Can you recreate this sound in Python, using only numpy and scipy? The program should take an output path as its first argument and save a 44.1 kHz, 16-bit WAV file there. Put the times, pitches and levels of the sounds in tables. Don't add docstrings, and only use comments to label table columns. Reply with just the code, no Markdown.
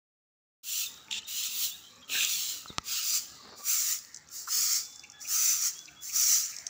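import sys
import numpy as np
from scipy import signal
from scipy.fft import rfft, irfft, next_fast_len
from scipy.io import wavfile

SR = 44100
rng = np.random.default_rng(int(sys.argv[2]) if len(sys.argv) > 2 else 0)


def output_pcm(signal):
    pcm = np.clip(np.atleast_2d(signal).T, -1, 1) * 32767
    wavfile.write(sys.argv[1], SR, np.round(pcm).astype(np.int16))


N = 295419
TIME = np.arange(N) / SR
PADDED = next_fast_len(N, True)
FREQS = np.maximum(np.fft.rfftfreq(PADDED, 1 / SR), 1)

# (frequency [Hz], relative level [dB])
SWEEP_COLOUR = [(1000, -35), (1270, -11), (1550, -16), (2200, -10.5), (2750, 1.5), (3700, -2.5),
                (5100, -3.5), (5750, 1), (6650, 0.5), (7200, 4.5), (8300, -8.5), (13700, -14.5), (14700, 1),
                (15400, 2)]
# (touch [s], attack [s], hold [s], release [s], first swish [dB], last swish [dB],
#  rasp of bent stalks [dB re swish], scrape on brick [dB re swish], fine dust [dB re swish],
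#  bundle ring [Hz], ring lift [dB])
BROOM_PUSHES = [ (0.62, 0.069, 0.13, 0.094, -37, -31.5, -8, -24, 3, 3800, 5),
                (1.102, 0.013, 0.073, 0.018, -39, -38.5, 2.5, -18, -15, 3420, 1.5),
                (1.263, 0.025, 0.17, 0.13, -39.5, -33, -5.5, -22, 0.5, 3970, 5),
                (1.457, 0.079, 0.1, 0.11, -39.5, -30.5, -8.5, -23.5, 5, 3900, 9),
                (2.071, 0.068, 0.098, 0.054, -34, -29, 2.5, -15, 0, 2920, -2),
                (2.222, 0.075, 0.24, 0.14, -31, -36.5, -8.5, -22, 1, 4040, 8),
                (2.826, 0.077, 0.082, 0.23, -34.5, -32, -7, -17, -0.5, 4520, 8.5),
                (2.999, 0.061, 0.1, 0.094, -31.5, -28, -16.5, -22, 0.5, 4730, 7),
                (3.547, 0.041, 0.033, 0.033, -47.5, -47, -21, -22, -3, 5400, 1),
                (3.619, 0.074, 0.24, 0.081, -28.5, -30, -16.5, -18.5, 1.5, 6300, 3),
                (4.287, 0.083, 0.047, 0.1, -37, -40, -28, -24.5, -3, 5130, 3.5),
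                (4.455, 0.076, 0.24, 0.094, -28, -27, -21.5, -20, -2, 5120, 5.5),
                (5.191, .03, 0.033, .05, -47.5, -47.5, -25, -16, -0.5, 5670, 10.5),
                (5.253, 0.077, 0.19, 0.16, -30, -26.5, -17.5, -17.5, 1.5, 6060, 7.5),
                (5.579, 0.055, 0.043, 0.048, -28.5, -28.5, -21, -18.5, -1.5, 5900, 7),
                (6, 0.051, 0.049, 0.054, -39.5, -39, -22, -21, -0.5, 5900, 5.5),
                (6.105, 0.057, 0.18, 0.17, -29, -24, -20.5, -20, 0, 5940, 8), ]


def from_db(db):
    return 10 ** (np.asarray(db) / 20)


def unit_rms(x):
    return x / np.sqrt(np.mean(x ** 2) + 1e-20)


def butter(x, order, hz, kind):
    return signal.sosfilt(signal.butter(order, hz, kind, fs=SR, output="sos"), x)


def colour(x, gain):
    return unit_rms(irfft(rfft(x, PADDED) * gain, PADDED)[:N])


def spectrum(points):
    hz, db = np.transpose(points)
    return from_db(np.interp(np.log(FREQS), np.log(hz), db))


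def hump(hz, octaves):
    return np.exp(-.5 * (np.log2(FREQS / hz) / octaves) ** 2)


def drift(rate_hz):
    return colour(rng.standard_normal(N), 1 / (1 + (FREQS / rate_hz) ** 2))


def swell(start, length):
    return np.sqrt(np.abs(np.sin(np.pi * np.clip((TIME - start) / length, 0, 1))))


def bursts(source, rows):
    return sum(from_db(db) * swell(start, length) * colour(source, hump(hz, octaves))
               for start, length, db, hz, octaves in rows)


def patchy(x, bands, depth_db, rate_hz, groups=9):
    whole, group = rfft(x, PADDED), bands.astype(int) % groups
    parts = (irfft(whole * (group == k), PADDED)[:N] for k in range(groups))
    return unit_rms(sum(part * from_db(depth_db * drift(rate_hz)) for part in parts))


def ring(clicks, hz, t60):
    radius, angle = from_db(-60 / (t60 * SR)), 2 * np.pi * hz / SR
    poles = [1, -2 * radius * np.cos(angle), radius ** 2]
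    return signal.lfilter([0, np.sin(angle)], poles, clicks + 1e-18)


def resonate(x, hz, width_hz, block=256):
    out, state = np.zeros(N), np.zeros(2)
    radius = np.exp(-np.pi * width_hz / SR)
    zeros = np.array([1, 0, -1]) * (1 - radius ** 2) / 2
    for i in range(0, N, block):
        poles = [1, -2 * radius * np.cos(2 * np.pi * hz[i] / SR), radius ** 2]
        out[i:i + block], state = signal.lfilter(zeros, poles, x[i:i + block], zi=state)
    return out


def slips(per_s, spread_db, crowding):
    sizes = from_db(spread_db * np.minimum(rng.exponential(1, N), 4))
    signs = rng.choice([-1, 1], N)
    slipping = rng.random(N) < per_s * crowding / SR
    return unit_rms(sizes * signs * slipping)


def town(bands_per_octave=8):
    # (frequency [Hz], relative level [dB])
    hush_colour = [(30, -35), (65, 3), (110, 2.5), (280, 0.5), (370, -3.5), (460, -2.5), (620, -6),
                   (1100, -3), (1260, 3), (1500, -1.5), (3200, -11), (7200, -13), (9500, -41),
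                   (15000, -18.5)]
    # (time [s], level [dB])
    hush_level = [(.63, -72.5), (.9, -60.5), (2.0, -59), (2.7, -58.5), (4.2, -62), (5.0, -63), (5.9, -58.5),
                  (6.3, -66), (6.65, -59.5)]
    hush = colour(rng.standard_normal(N), spectrum(hush_colour))
    level = from_db(np.interp(TIME, *np.transpose(hush_level)))
    return level * patchy(hush, np.log2(FREQS) * bands_per_octave, depth_db=4.5, rate_hz=5)


def birds(waver=0.0034, chirp_s=0.07, rasp_db=1.5, waver_hz=130):
    # (time [s], length [s], start [Hz], middle [Hz], end [Hz], level before rasp [dB])
    calls = [(0.796, 0.057, 3330, 3590, 3900, -46), (0.861, 0.021, 3775, 3590, 3400, -37),
             (1.224, 0.013, 2580, 2800, 3400, -47), (1.245, .035, 3590, 3750, 3620, -49),
             (1.704, 0.061, 3300, 3640, 3950, -44), (2.017, 0.033, 3400, 3240, 3270, -51),
             (2.673, 0.044, 4250, 3850, 3400, -44), (4.795, 0.29, 3540, 3490, 3524, -59.5),
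             (5.128, 0.093, 3410, 3430, 3430, -55.5), (5.13, 0.088, 1715, 1700, 1690, -56.5),
             (5.746, 0.098, 3180, 3384, 3390, -53), (5.96, 0.072, 3280, 3395, 3400, -52)]
    # (time [s], length [s], level [dB], centre [Hz], width [octaves])
    chatter = [(0.895, 0.14, -57, 3800, 0.042), (1.056, 0.14, -62.5, 873, 0.019),
               (1.75, 0.25, -61, 3970, 0.062), (1.828, 0.068, -56, 3170, 0.055),
               (3.188, 0.51, -56, 4340, 0.19), (3.984, 0.3, -63, 1890, 0.16),
               (4.788, 0.69, -69, 810, 0.069), (6.12, 1, -57.5, 1980, 0.24)]
    # (time [s], level [dB])
    chucks = [(5.033, -48), (5.246, -47.5), (5.874, -50), (6.091, -46.5), (6.526, -54)]
    chuck_s, chuck_hz, chuck_octaves = 0.023, 2465, 0.14
    whistles, wobble, tremor = np.zeros(N), drift(waver_hz), drift(waver_hz)
    for start, length, first, middle, last, db in calls:
        on = (TIME > start) & (TIME < start + length)
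        rough = min(chirp_s / length, 2)
        glide = np.polyfit([0, .5, 1], [first, middle, last], 2)
        hz = np.polyval(glide, (TIME[on] - start) / length) * (1 + waver * rough * wobble[on])
        level = from_db(db + rasp_db * rough * (tremor[on] - 1)) * swell(start, length)[on]
        whistles[on] += level * np.sqrt(2) * np.sin(2 * np.pi * np.cumsum(hz) / SR)
    chuck_rows = [(start, chuck_s, db, chuck_hz, chuck_octaves) for start, db in chucks]
    return whistles + bursts(rng.standard_normal(N), chatter + chuck_rows)


def rooftops(x, wet_db, t60):
    age = TIME[:SR // 2]
    tail = rng.standard_normal(len(age)) * from_db(-60 * age / t60) * (age > .008)
    return x + from_db(wet_db) * signal.fftconvolve(x, tail / np.linalg.norm(tail))[:N]


def microphone_knocks(low_hz=600, high_hz=6200):
    # (time [s], crack [dB], port ring [dB], thump [dB])
    hits = [(2.659, -37, -33.5, -59.5), (2.703, -42, -43.5, -32.5), (2.728, -36, -47, -57),
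            (2.7836, -6.5, -21.5, -26.5)]
    # (frequency [Hz], gain [dB], t60 [s])
    body_modes = [(85, -29, 0.12), (175, -10, 0.028), (320, 3.5, 0.0088)]
    # (frequency [Hz], t60 [s])
    port_mode = (1290, 0.019)
    times, *levels = np.transpose(hits)
    pulses = np.zeros((3, N))
    pulses[:, np.round(times * SR).astype(int)] = from_db(levels)
    crack, port, thump = pulses
    crack = butter(crack + 1e-18, 4, high_hz, "low") * SR / (2 * high_hz)
    body = sum(from_db(db) * ring(thump, hz, t60) for hz, db, t60 in body_modes)
    return butter(crack, 1, low_hz, "high") + ring(port, *port_mode) + body


def sandal_scuffs(lurch_db=3.5, lurch_hz=25):
    # (time [s], length [s], level [dB], centre [Hz], width [octaves])
    scuffs = [(2.082, 0.23, -57, 330, 1.4), (2.114, 0.15, -44.5, 1670, 0.11),
              (3.38, 0.1, -55.5, 1126, 0.082), (3.415, 0.085, -53.5, 218, 2.04),
              (3.484, 0.14, -56, 560, 1.1), (3.537, 0.2, -58.5, 1174, 0.035),
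              (4.474, 0.019, -33.5, 1250, 0.26), (6.57, 0.17, -66, 700, 0.14)]
    grinding = slips(per_s=2200, spread_db=3.5, crowding=0.76)
    return bursts(grinding * from_db(lurch_db * drift(lurch_hz)), scuffs)


def ticks(t60=0.015, band_ratio=1.15, gain_db=-6, edge_db=-15, size=2048):
    # (time [s], level before gain_db [dB], pitch [Hz])
    snaps = [(1.083, -39, 2400), (1.111, -19.5, 3240), (1.1125, -25, 6500), (1.127, -17, 3400),
             (1.1409, -25, 3200), (2.028, -39, 3250), (2.098, -25.5, 3100), (2.207, -15, 2980),
             (2.249, -14, 6640), (2.683, -35.5, 6340), (4.145, -26, 6160), (4.162, -29, 6500),
             (4.171, -30, 6160), (4.288, -37, 6100), (4.959, -31.5, 6400), (4.995, -29.5, 5530),
             (5.038, -33.5, 5770), (5.1, -31.5, 6200), (5.119, -35, 6000), (5.215, -34, 6260),
             (5.790, -27.5, 5800), (5.856, -31.5, 5570), (5.879, -37, 3940), (6.565, -23, 6100),
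             (6.586, -23.5, 6260), (6.667, -16.5, 5910)]
    out = np.zeros(N)
    fade = from_db(-60 * TIME[:size] / t60)
    for start, db, hz in snaps:
        snap = fade * rng.choice([-1, 1], size)
        body = butter(snap, 2, [hz / band_ratio, hz * band_ratio], "band")
        edge = butter(snap * fade, 2, hz, "high")
        tick = body * np.linalg.norm(fade) / np.linalg.norm(body) + from_db(edge_db) * edge
        at = round(start * SR)
        out[at:at + size] += (from_db(db + gain_db) * tick)[:N - at]
    return out


def debris(level_db=-64, bunch_db=3, bunch_hz=7.8, low_hz=3800, high_hz=8000, pitches=16):
    crumbs = slips(per_s=800, spread_db=2.5, crowding=from_db(bunch_db * drift(bunch_hz)))
    pitch_index = rng.integers(0, pitches, N)
    rings = sum(ring(crumbs * (pitch_index == k), hz, t60=0.016)
                for k, hz in enumerate(np.geomspace(low_hz, high_hz, pitches)))
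    return from_db(level_db) * colour(rings, spectrum(SWEEP_COLOUR))


def flung_grit(gain_db=-21, settle_db_per_s=58, edge_db=-16):
    strength = np.zeros(N)
    for touch, attack, hold, _, _, last_db, *_ in BROOM_PUSHES:
        age = TIME - (touch + attack + hold)
        settling = (age > 0) * from_db(last_db - settle_db_per_s * np.abs(age))
        strength = np.maximum(strength, settling)
    grains = slips(per_s=170, spread_db=4, crowding=0.81) * strength
    tone = spectrum(SWEEP_COLOUR) * (hump(5070, 0.24) + from_db(edge_db) * hump(9400, 0.69))
    return from_db(gain_db) * np.std(grains) * colour(grains, tone)


def register_gains(attack_power=1.42, release_db=17, trail_db_per_s=83):
    # (scrape [dB/s], rasp [dB/s], swish [dB/s], dust [dB/s])
    straightening = (-1, -7.5, -2.5, -12)
    # (scrape [dB/dB], rasp [dB/dB], swish [dB/dB], dust [dB/dB])
    fall_share = (1.1, 0.98, 1.098, 1.284)
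    shift, share = np.array(straightening)[:, None], np.array(fall_share)[:, None]
    power = np.zeros((4, N))
    for touch, attack, hold, release, first_db, last_db, rasp, scrape, dust, _, _ in BROOM_PUSHES:
        on = (TIME > touch) & (TIME < touch + 1)
        age = TIME[on] - touch
        pressed = np.minimum(age / attack, 1) ** attack_power
        held, lifted = np.clip(age - attack, 0, hold), np.maximum(age - attack - hold, 0)
        force_db = first_db + (last_db - first_db) * held / hold
        fall_db = release_db * np.minimum(lifted / release, 1)
        fall_db += trail_db_per_s * np.maximum(lifted - release, 0)
        balance_db = np.array([[scrape], [rasp], [0], [dust]]) + shift * (held - hold / 2)
        power[:, on] += (pressed * from_db(force_db + balance_db - share * fall_db)) ** 2
    return np.sqrt(power)


def friction(swish, tuft_db=0.5, tuft_hz=160, rub_share=0.79, full_contact_db=-39):
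    contact = np.clip(swish / from_db(full_contact_db), .12, 1)
    tufts = from_db(tuft_db * drift(tuft_hz))
    tips = unit_rms(slips(per_s=7000, spread_db=3.5, crowding=tufts * contact) / np.sqrt(contact))
    rub = rng.standard_normal(N)
    return tufts * (np.sqrt(1 - rub_share) * tips + np.sqrt(rub_share) * rub)


def brick_bounce(x, lag_s=0.0008835, travel=0.12, travel_hz=2.64):
    lag = lag_s * np.exp(travel * drift(travel_hz))
    return x + .3 * np.interp(TIME - lag, TIME, x)


def bundle_bend(rise_octaves_per_s=0.1):
    points = [(touch + attack + hold / 2 + offset, hz * 2 ** (rise_octaves_per_s * offset), lift_db)
              for touch, attack, hold, *_, hz, lift_db in BROOM_PUSHES
              for offset in (-hold / 2, hold / 2)]
    times, hz, lift_db = np.transpose(points)
    return np.interp(TIME, times, hz), np.interp(TIME, times, lift_db)


def stalks(rubbing, spacing_hz=190):
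    ring_hz, lift_db = bundle_bend()
    ringing = patchy(rubbing, FREQS / spacing_hz, depth_db=1.81, rate_hz=12)
    return ringing + (from_db(lift_db) - 1) * resonate(ringing, ring_hz, width_hz=600)


def broom(flutter_db=0.28, flutter_hz=25, trims_db=(-1, -1, -1, 0)):
    edges_hz = [300, 2300, 4200, 8500, 20000]
    gains = register_gains()
    hiss = stalks(brick_bounce(friction(swish=gains[2])))
    tone, out = spectrum(SWEEP_COLOUR), np.zeros(N)
    for low, high, gain, trim_db in zip(edges_hz, edges_hz[1:], gains, trims_db):
        register = 1 / (1 + (low / FREQS) ** 16) / (1 + (FREQS / high) ** 16)
        out += gain * colour(hiss, tone * register) * from_db(trim_db + flutter_db * drift(flutter_hz))
    return out


def scene():
    sweeping = broom() + debris() + flung_grit()
    near = sweeping + rooftops(ticks() + sandal_scuffs(), wet_db=-13.5, t60=0.09)
    far = rooftops(birds(), wet_db=-9, t60=0.62) + town()
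    return np.tile(near + far + microphone_knocks(), (2, 1))


def record(dry):
    open_s, fade_s = 0.63, 0.0048
    low_cut_hz, high_cut_hz = 50, 15620
    opened = np.clip((TIME - open_s) / fade_s, 0, 1)
    thinned = butter(dry * opened, 3, low_cut_hz, "high")
    top_cut = 1 / (1 + (FREQS / high_cut_hz) ** 300)
    return irfft(rfft(thinned, PADDED) * top_cut, PADDED)[:, :N]


dry = scene()
out = record(dry)
output_pcm(out)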